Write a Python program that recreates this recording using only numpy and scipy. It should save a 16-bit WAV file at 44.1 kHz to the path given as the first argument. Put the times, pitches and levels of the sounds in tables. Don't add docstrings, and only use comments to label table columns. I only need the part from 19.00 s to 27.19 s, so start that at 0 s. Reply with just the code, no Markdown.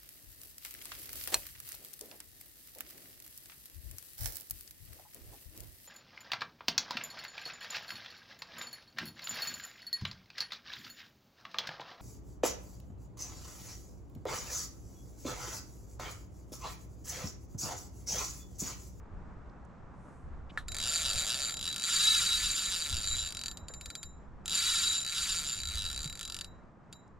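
import sys
import numpy as np
from scipy import signal
from scipy.fft import rfft, irfft, next_fast_len
from scipy.io import wavfile
from scipy.ndimage import uniform_filter1d

SR = 44100
rng = np.random.default_rng(int(sys.argv[2]) if len(sys.argv) > 2 else 0)


def wav_record(signal):
    frames = np.transpose(np.atleast_2d(signal))
    bounded = np.clip(frames, -1, 1)
    quanta = np.round(bounded * 32767).astype(np.int16)
    wavfile.write(sys.argv[1], SR, quanta)


N = 361179

# middle t/s, level change/dB, length/s
GUSTS = [(.15, 10, 0.13), (.76, -11, 0.18), (1.37, 12, 0.44), (1.715, 7.5, 0.41), (2.17, 12.5, 0.13),
         (2.82, -18, 0.31), (3.45, 10, 0.093), (3.96, 14.5, .26), (4.16, 10.5, 0.34), (4.97, -21, 0.17),
         (5.6, -14.5, 0.21), (5.98, -22, 0.14), (6.912, 8.5, 0.94), (7.95, -14.5, 1.1)]
# f/Hz, level/dB
WIND_COLOUR = [(15, 5), (35, 2.5), (65, 6.5), (100, -2), (200, -25.5), (500, -54.5), (4000, -81)]
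# f/Hz, level/dB
WATER_COLOUR = [(40, -8), (100, -1.5), (170, 1), (260, -5.5), (400, -11), (700, -12), (1200, -13),
                (1800, -22), (3000, -37.5), (4500, -42.5), (7500, -44.5), (9500, -60.5), (15000, -86)]
# t/s, level/dB, f/Hz, time to fade by 60 dB/s
HULL_SLAPS = [(2.158, -41, 110, 0.13), (4.629, -36.5, 74, 0.1), (4.702, -45, 505, 0.04),
              (7.058, -32, 143, 0.078)]
# start t/s, level/dB, centre f/Hz, length/s
BRUSHES = [(0.492, -72, 4500, 0.01), (0.646, -73, 6960, 0.011), (0.91, -78.5, 7500, 0.41),
           (1.493, -55, 2760, 0.022), (1.497, -76, 6130, 0.1), (1.655, -55.5, 630, 1),
           (4.69, -54.5, 1320, 0.028), (8.075, -73, 6000, 0.0093)]
# t/s, level/dB
KNOCKS = [(1.5751, -23)]
# f/Hz, level/dB, time to fade by 60 dB/s
KNOCK_MODES = [(1170, -31, 0.029), (1430, -16, 0.059), (1650, -13, 0.017), (1740, -5.5, 0.058),
               (1850, -3, 0.019), (4400, -45, .1)]
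# f/Hz, level/dB
RATTLE_COLOUR = [(100, -64), (400, -12), (850, -14), (1200, 11), (1800, 7), (2400, -7), (3300, -2),
                 (4000, 5), (4600, -12), (9000, -12), (15000, -29)]
# t/s, level/dB
LONE_TICKS = [(1.6831, -28), (1.7189, -27.5), (4.5137, -31.5), (4.5721, -33.5), (4.6836, -34),
              (4.738, -34.5), (4.811, -31), (4.8585, -29), (4.9022, -30), (4.9528, -28), (5.03, -30),
              (7.1266, -31), (7.4451, -32.5), (7.9269, -37)]
# start t/s, end t/s, teeth passing the pawl f/Hz
RUNS = [(1.7454, 2.55, 43), (2.5695, 4.335, 43), (4.3485, 4.49, 43.8), (5.458, 7.11, 43),
        (7.1538, 7.26, 38.5), (7.2772, 7.42, 44.9)]
# peak t/s, added tooth rate f/Hz, rise/s, fall/s
TUGS = [(1.969, 127.2, .238, .253), (2.194, 95.2, .08, .06), (2.413, 94, .355, .155),
        (2.67, 44.6, .092, .125), (3.001, 343.2, .246, .349), (3.218, 219.6, .252, 1.238),
        (4.159, 57.6, .106, .182), (5.672, 448.4, .213, .384), (5.953, 83.1, .208, .097),
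        (6.2, 220.6, .177, .347), (6.496, 76.6, .164, .182), (6.738, 69.4, .099, .305),
        (7.027, 35.6, .094, .068), (7.201, 17, .088, .073)]
# t/s, level/dB
BITE = [(1.75, -34), (2.35, -33.5), (2.58, -36.5), (2.75, -35.5), (3.0, -33.5), (3.5, -35), (4.3, -38),
        (4.48, -37.5), (5.55, -34.5), (6.0, -37), (6.25, -35.5), (6.65, -38), (7.1, -39), (7.35, -36.5)]
# f/Hz, level/dB
SNAP_COLOUR = [(900, -23), (1400, 9.5), (2050, -2.5), (2450, 6), (3600, 1), (5000, 9), (6300, 4.5),
               (7400, 6.5), (8000, 1), (8700, 4), (10000, -1.5), (10800, -7), (15000, -18.5)]
# f/Hz, level/dB, time to fade by 60 dB/s
BODY_MODES = [(1374, -19.5, 0.029), (1770, -36, 0.13), (2413, -26.5, 0.015), (3970, -16, 0.026),
              (4583, -18, 0.032), (4760, -14, 0.012), (5740, -29.5, 0.005), (7154, -28.5, 0.078),
              (8800, -33.5, 0.021), (9610, -25.5, 0.013)]
# f/Hz, level/dB, time to fade by 60 dB/s
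SPOOL_MODES = [(3905, -18.5, 0.34), (7172, -20.5, 0.33), (11950, -36.5, 0.17)]
# middle t/s, lowest mode level change/dB, second mode level change/dB, length/s
SINGS = [(2.333, -8, -5, .25), (2.457, -3.5, 6, 0.22), (2.666, 8, -2.5, .1), (3.06, 9.5, 1, 0.22),
         (3.32, 7, 0.5, 0.17), (3.52, -9, 3, 0.1), (4.13, 8.5, 7, .42), (4.718, -5, 6.5, 0.47),
         (5.927, 6, 7, 0.38), (6.303, -11.5, 2, 0.34), (6.48, -11.5, 7.5, 0.13), (6.78, 3.5, -10, 0.51),
         (7.395, -9.5, -5.5, 0.43)]
# f/Hz, phase by which the left leads/radians
PORT_LEADS = [(0, 1), (2000, -0.67), (4000, -0.71), (9000, -0.35), (12000, -0.9), (16000, -1.7)]

TEETH = 31
TIME = np.arange(N) / SR


def undb(db):
    return 10 ** (np.asarray(db) / 20)


def unit(x):
    return x / np.sqrt(np.mean(x ** 2))


def colour(x, points):
    hz, db = np.transpose(points)
    size = 2 ** 19
    grid = np.maximum(np.arange(size // 2 + 1) * SR / size, 1)
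    gain = undb(np.interp(np.log(grid), np.log(hz), db))
    cepstrum = irfft(np.log(gain))
    cepstrum[1:size // 2] *= 2
    response = np.exp(rfft(cepstrum[:size // 2], size))
    return irfft(rfft(x, size) * response, size)[..., :N]


def fade(t60):
    return np.exp(-np.log(1000) * np.arange(SR // 2) / SR / t60)


def ring(x, modes):
    t = np.arange(SR // 2) / SR
    tones = sum(undb(db) * fade(t60) * np.sin(2 * np.pi * hz * t) for hz, db, t60 in modes)
    return signal.fftconvolve(x, tones)[:N]


def pulses(times, sizes):
    at = np.asarray(times)[:, None] * SR
    taps = at.astype(int) + np.arange(-7, 9)
    shape = np.sinc(taps - at) * np.sinc((taps - at) / 8)
    weights = shape * np.asarray(sizes)[:, None]
    return np.bincount(np.clip(taps, 0, N - 1).ravel(), weights.ravel(), N)


def energy_trail(x, t60):
    power = fade(t60) ** 2
    return np.sqrt(np.abs(signal.fftconvolve(x ** 2, power)[:N]))


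def scatter(x, t60):
    energy = np.sum(fade(t60) ** 2)
    return energy_trail(x, t60) / np.sqrt(energy) * rng.standard_normal((2, N))


def spread(pair, side_db):
    return pair[0] + undb(side_db) * pair[1] * np.array([[1], [-1]])


def walk(rate):
    k = int(SR / rate)
    steps = np.repeat(rng.standard_normal(N // k + 1), k)
    return unit(uniform_filter1d(uniform_filter1d(steps, k), k)[:N])


def swell(peak_s, rise_s, fall_s):
    t = TIME - peak_s
    return np.cos(np.pi / 2 * np.clip(t / np.where(t < 0, rise_s, fall_s), -1, 1)) ** 2


def hump(middle_s, length_s):
    return swell(middle_s, length_s / 2, length_s / 2)


def highpass(x, order, hz):
    return signal.sosfilt(signal.butter(order, hz, "high", fs=SR, output="sos"), x)


def wind(breeze_db=-52, flutter_db=3, flutter_hz=22):
    buffet = spread(rng.standard_normal((2, N)), side_db=-8.5)
    gusts = sum(db * hump(s, length) for s, db, length in GUSTS)
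    level_db = breeze_db + gusts + flutter_db * walk(flutter_hz)
    return unit(colour(buffet, WIND_COLOUR)) * undb(level_db)


def lake(ripple_db=-52, fall_db_per_s=0.5, flicker_db=1.1, drop_db=-12):
    wash = spread(rng.standard_normal((2, N)) * undb(flicker_db * walk(14)), side_db=-7)
    drops = rng.random((1500, 2))
    splashes = pulses(drops[:, 0] * N / SR, -np.log(drops[:, 1]))
    patter = unit(spread(scatter(splashes, t60=0.057), side_db=-7))
    water = unit(colour(wash + undb(drop_db) * patter, WATER_COLOUR))
    ripples = water * undb(ripple_db - fall_db_per_s * TIME)
    slaps = sum(ring(pulses([s], [undb(db)]), [(hz, 0, t60)]) for s, db, hz, t60 in HULL_SLAPS)
    return ripples + slaps


def handling(rattle_db=13, rattle_t60=0.14, lowest_hz=800):
    times, db = np.transpose(KNOCKS)
    blow = pulses(times, undb(db))
    rattle = colour(spread(scatter(blow, rattle_t60), side_db=-12), RATTLE_COLOUR)
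    knock = ring(blow, KNOCK_MODES) + undb(rattle_db) * rattle
    out = highpass(knock, 2, lowest_hz)
    for s, db, hz, length in BRUSHES:
        band = signal.butter(2, [hz / 1.25, hz * 1.25], "band", fs=SR, output="sos")
        stroke = np.sin(np.pi * np.clip((TIME - s) / length, 0, 1))
        out = out + undb(db) * stroke * unit(signal.sosfilt(band, rng.standard_normal(N)))
    return out


def tooth_rate():
    pull = sum(hz * ((TIME >= start) & (TIME < end)) for start, end, hz in RUNS)
    tugs = sum(hz * swell(s, rise, fall) for s, hz, rise, fall in TUGS)
    return pull + (pull > 0) * tugs


def pawl(rate, uneven_db=1.7, tick_db=-9, slip_teeth=0.012):
    tick_times, tick_levels = np.transpose(LONE_TICKS)
    times, levels = [tick_times], [tick_levels + tick_db]
    bite_times, bite_levels = np.transpose(BITE)
    for start, end, _ in RUNS:
        chance = rng.standard_normal((1000, 2))
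        inside = (TIME >= start) & (TIME < end)
        passed = np.cumsum(rate[inside]) / SR
        tooth = np.arange(int(passed[-1]) + 1)
        at = np.interp(tooth + slip_teeth * chance[tooth, 0], passed, TIME[inside])
        times.append(at)
        levels.append(np.interp(at, bite_times, bite_levels) + uneven_db * chance[tooth, 1])
    times, levels = np.concatenate(times), np.concatenate(levels)
    order = np.argsort(times)
    return times[order], undb(levels[order])


def rebound(times, sizes, rebound_db=-11, uneven_db=4, earliest_s=0.002, window_s=0.006):
    chance = rng.standard_normal((2000, 2))[:len(times)]
    late = earliest_s + window_s * (1 + np.tanh(chance[:, 0])) / 2
    return pulses(times + late, sizes * undb(rebound_db + uneven_db * chance[:, 1]))


def round_the_spool(hits, angle, t60, count=5):
    out = 0
    for side in range(count):
        turned = np.angle(np.exp(1j * (angle - 2 * np.pi * side / count)))
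        away = turned * count / (2 * np.pi)
        share = np.cos(np.pi / 2 * np.clip(away, -1, 1))
        response = (rng.standard_normal(SR // 2) * fade(t60))[:SR // 20]
        out = out + signal.oaconvolve(hits * share, response / np.linalg.norm(response))[:N]
    return out


def bell_shares(rate, rest_db=-4.5, slip_db=-2.5, wander_db=-1, second_db=-2.5, second_wander_db=3):
    lowest_sing = sum(low * hump(s, length) for s, low, _, length in SINGS)
    second_sing = sum(second * hump(s, length) for s, _, second, length in SINGS)
    lowest = np.where(rate > 0, slip_db, rest_db) + lowest_sing + wander_db * walk(10)
    second = second_db + second_sing + second_wander_db * walk(11)
    return undb(lowest), undb(second), 1


def bell(hits, angle, shares, backward=0.26, evenness=0.26, split_hz=27, twin_db=-7):
    out = 0
    for waves, ((hz, db, t60), share) in enumerate(zip(SPOOL_MODES, shares), 2):
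        twins = ring(hits * share, [(hz, -1, t60), (hz + split_hz, twin_db, t60)])
        swing = signal.hilbert(twins, next_fast_len(N))[:N]
        usual = energy_trail(hits * share, t60)
        swing = swing * (usual / (np.abs(swing) + usual / 10 + 1e-12)) ** evenness
        lobes = np.exp(-1j * waves * angle) + backward * np.exp(1j * waves * angle)
        out = out + undb(db) * np.real(swing * lobes)
    return out


def drag(drag_db=19, land_db=-12.5, land_uneven_db=3, land_delay_s=0.000486, shell_t60=0.0081,
         chatter_db=-8, lead_in_db=-20, boat_db=-14, body_db=-8, lowest_hz=1170):
    rate = tooth_rate()
    times, sizes = pawl(rate)
    hits = pulses(times, sizes)
    angle = 2 * np.pi * np.interp(TIME, times, np.arange(len(times))) / TEETH
    land_chance = rng.standard_normal(2000)[:len(times)]
    landing = pulses(times + land_delay_s, sizes * undb(land_uneven_db * land_chance))
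    shell = round_the_spool(hits + rebound(times, sizes), angle, shell_t60)
    snap = undb(land_db) * landing + shell
    chatter = undb(chatter_db) * scatter(hits, t60=0.035)[0]
    lead_in = undb(lead_in_db) * scatter(hits[::-1], t60=0.025)[0, ::-1]
    boat = undb(boat_db) * spread(scatter(hits, t60=0.12), side_db=0.5)
    clicks = colour(snap + chatter + lead_in + boat, SNAP_COLOUR)
    body = undb(0.5) * ring(undb(body_db) * snap + chatter, BODY_MODES)
    spool = undb(-6.5) * bell(hits, angle, bell_shares(rate))
    return undb(drag_db) * highpass(clicks + body + spool, 5, lowest_hz)


def ports(x):
    size = next_fast_len(N)
    hz, lead = np.transpose(PORT_LEADS)
    turn = np.interp(np.arange(size // 2 + 1) * SR / size, hz, lead) * np.array([[0.5], [-0.5]])
    return irfft(rfft(x, size) * np.exp(1j * turn), size)[:, :N]


def scene(lean_db=0.23):
    reel = ports(drag() + handling())
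    outdoors = (lake() + wind()) * undb([[-lean_db], [lean_db]])
    return reel + outdoors


def record(dry, top_hz=15600):
    return signal.sosfilt(signal.ellip(8, 0.2, 70, top_hz, fs=SR, output="sos"), dry)


dry = scene()
out = record(dry)
wav_record(out)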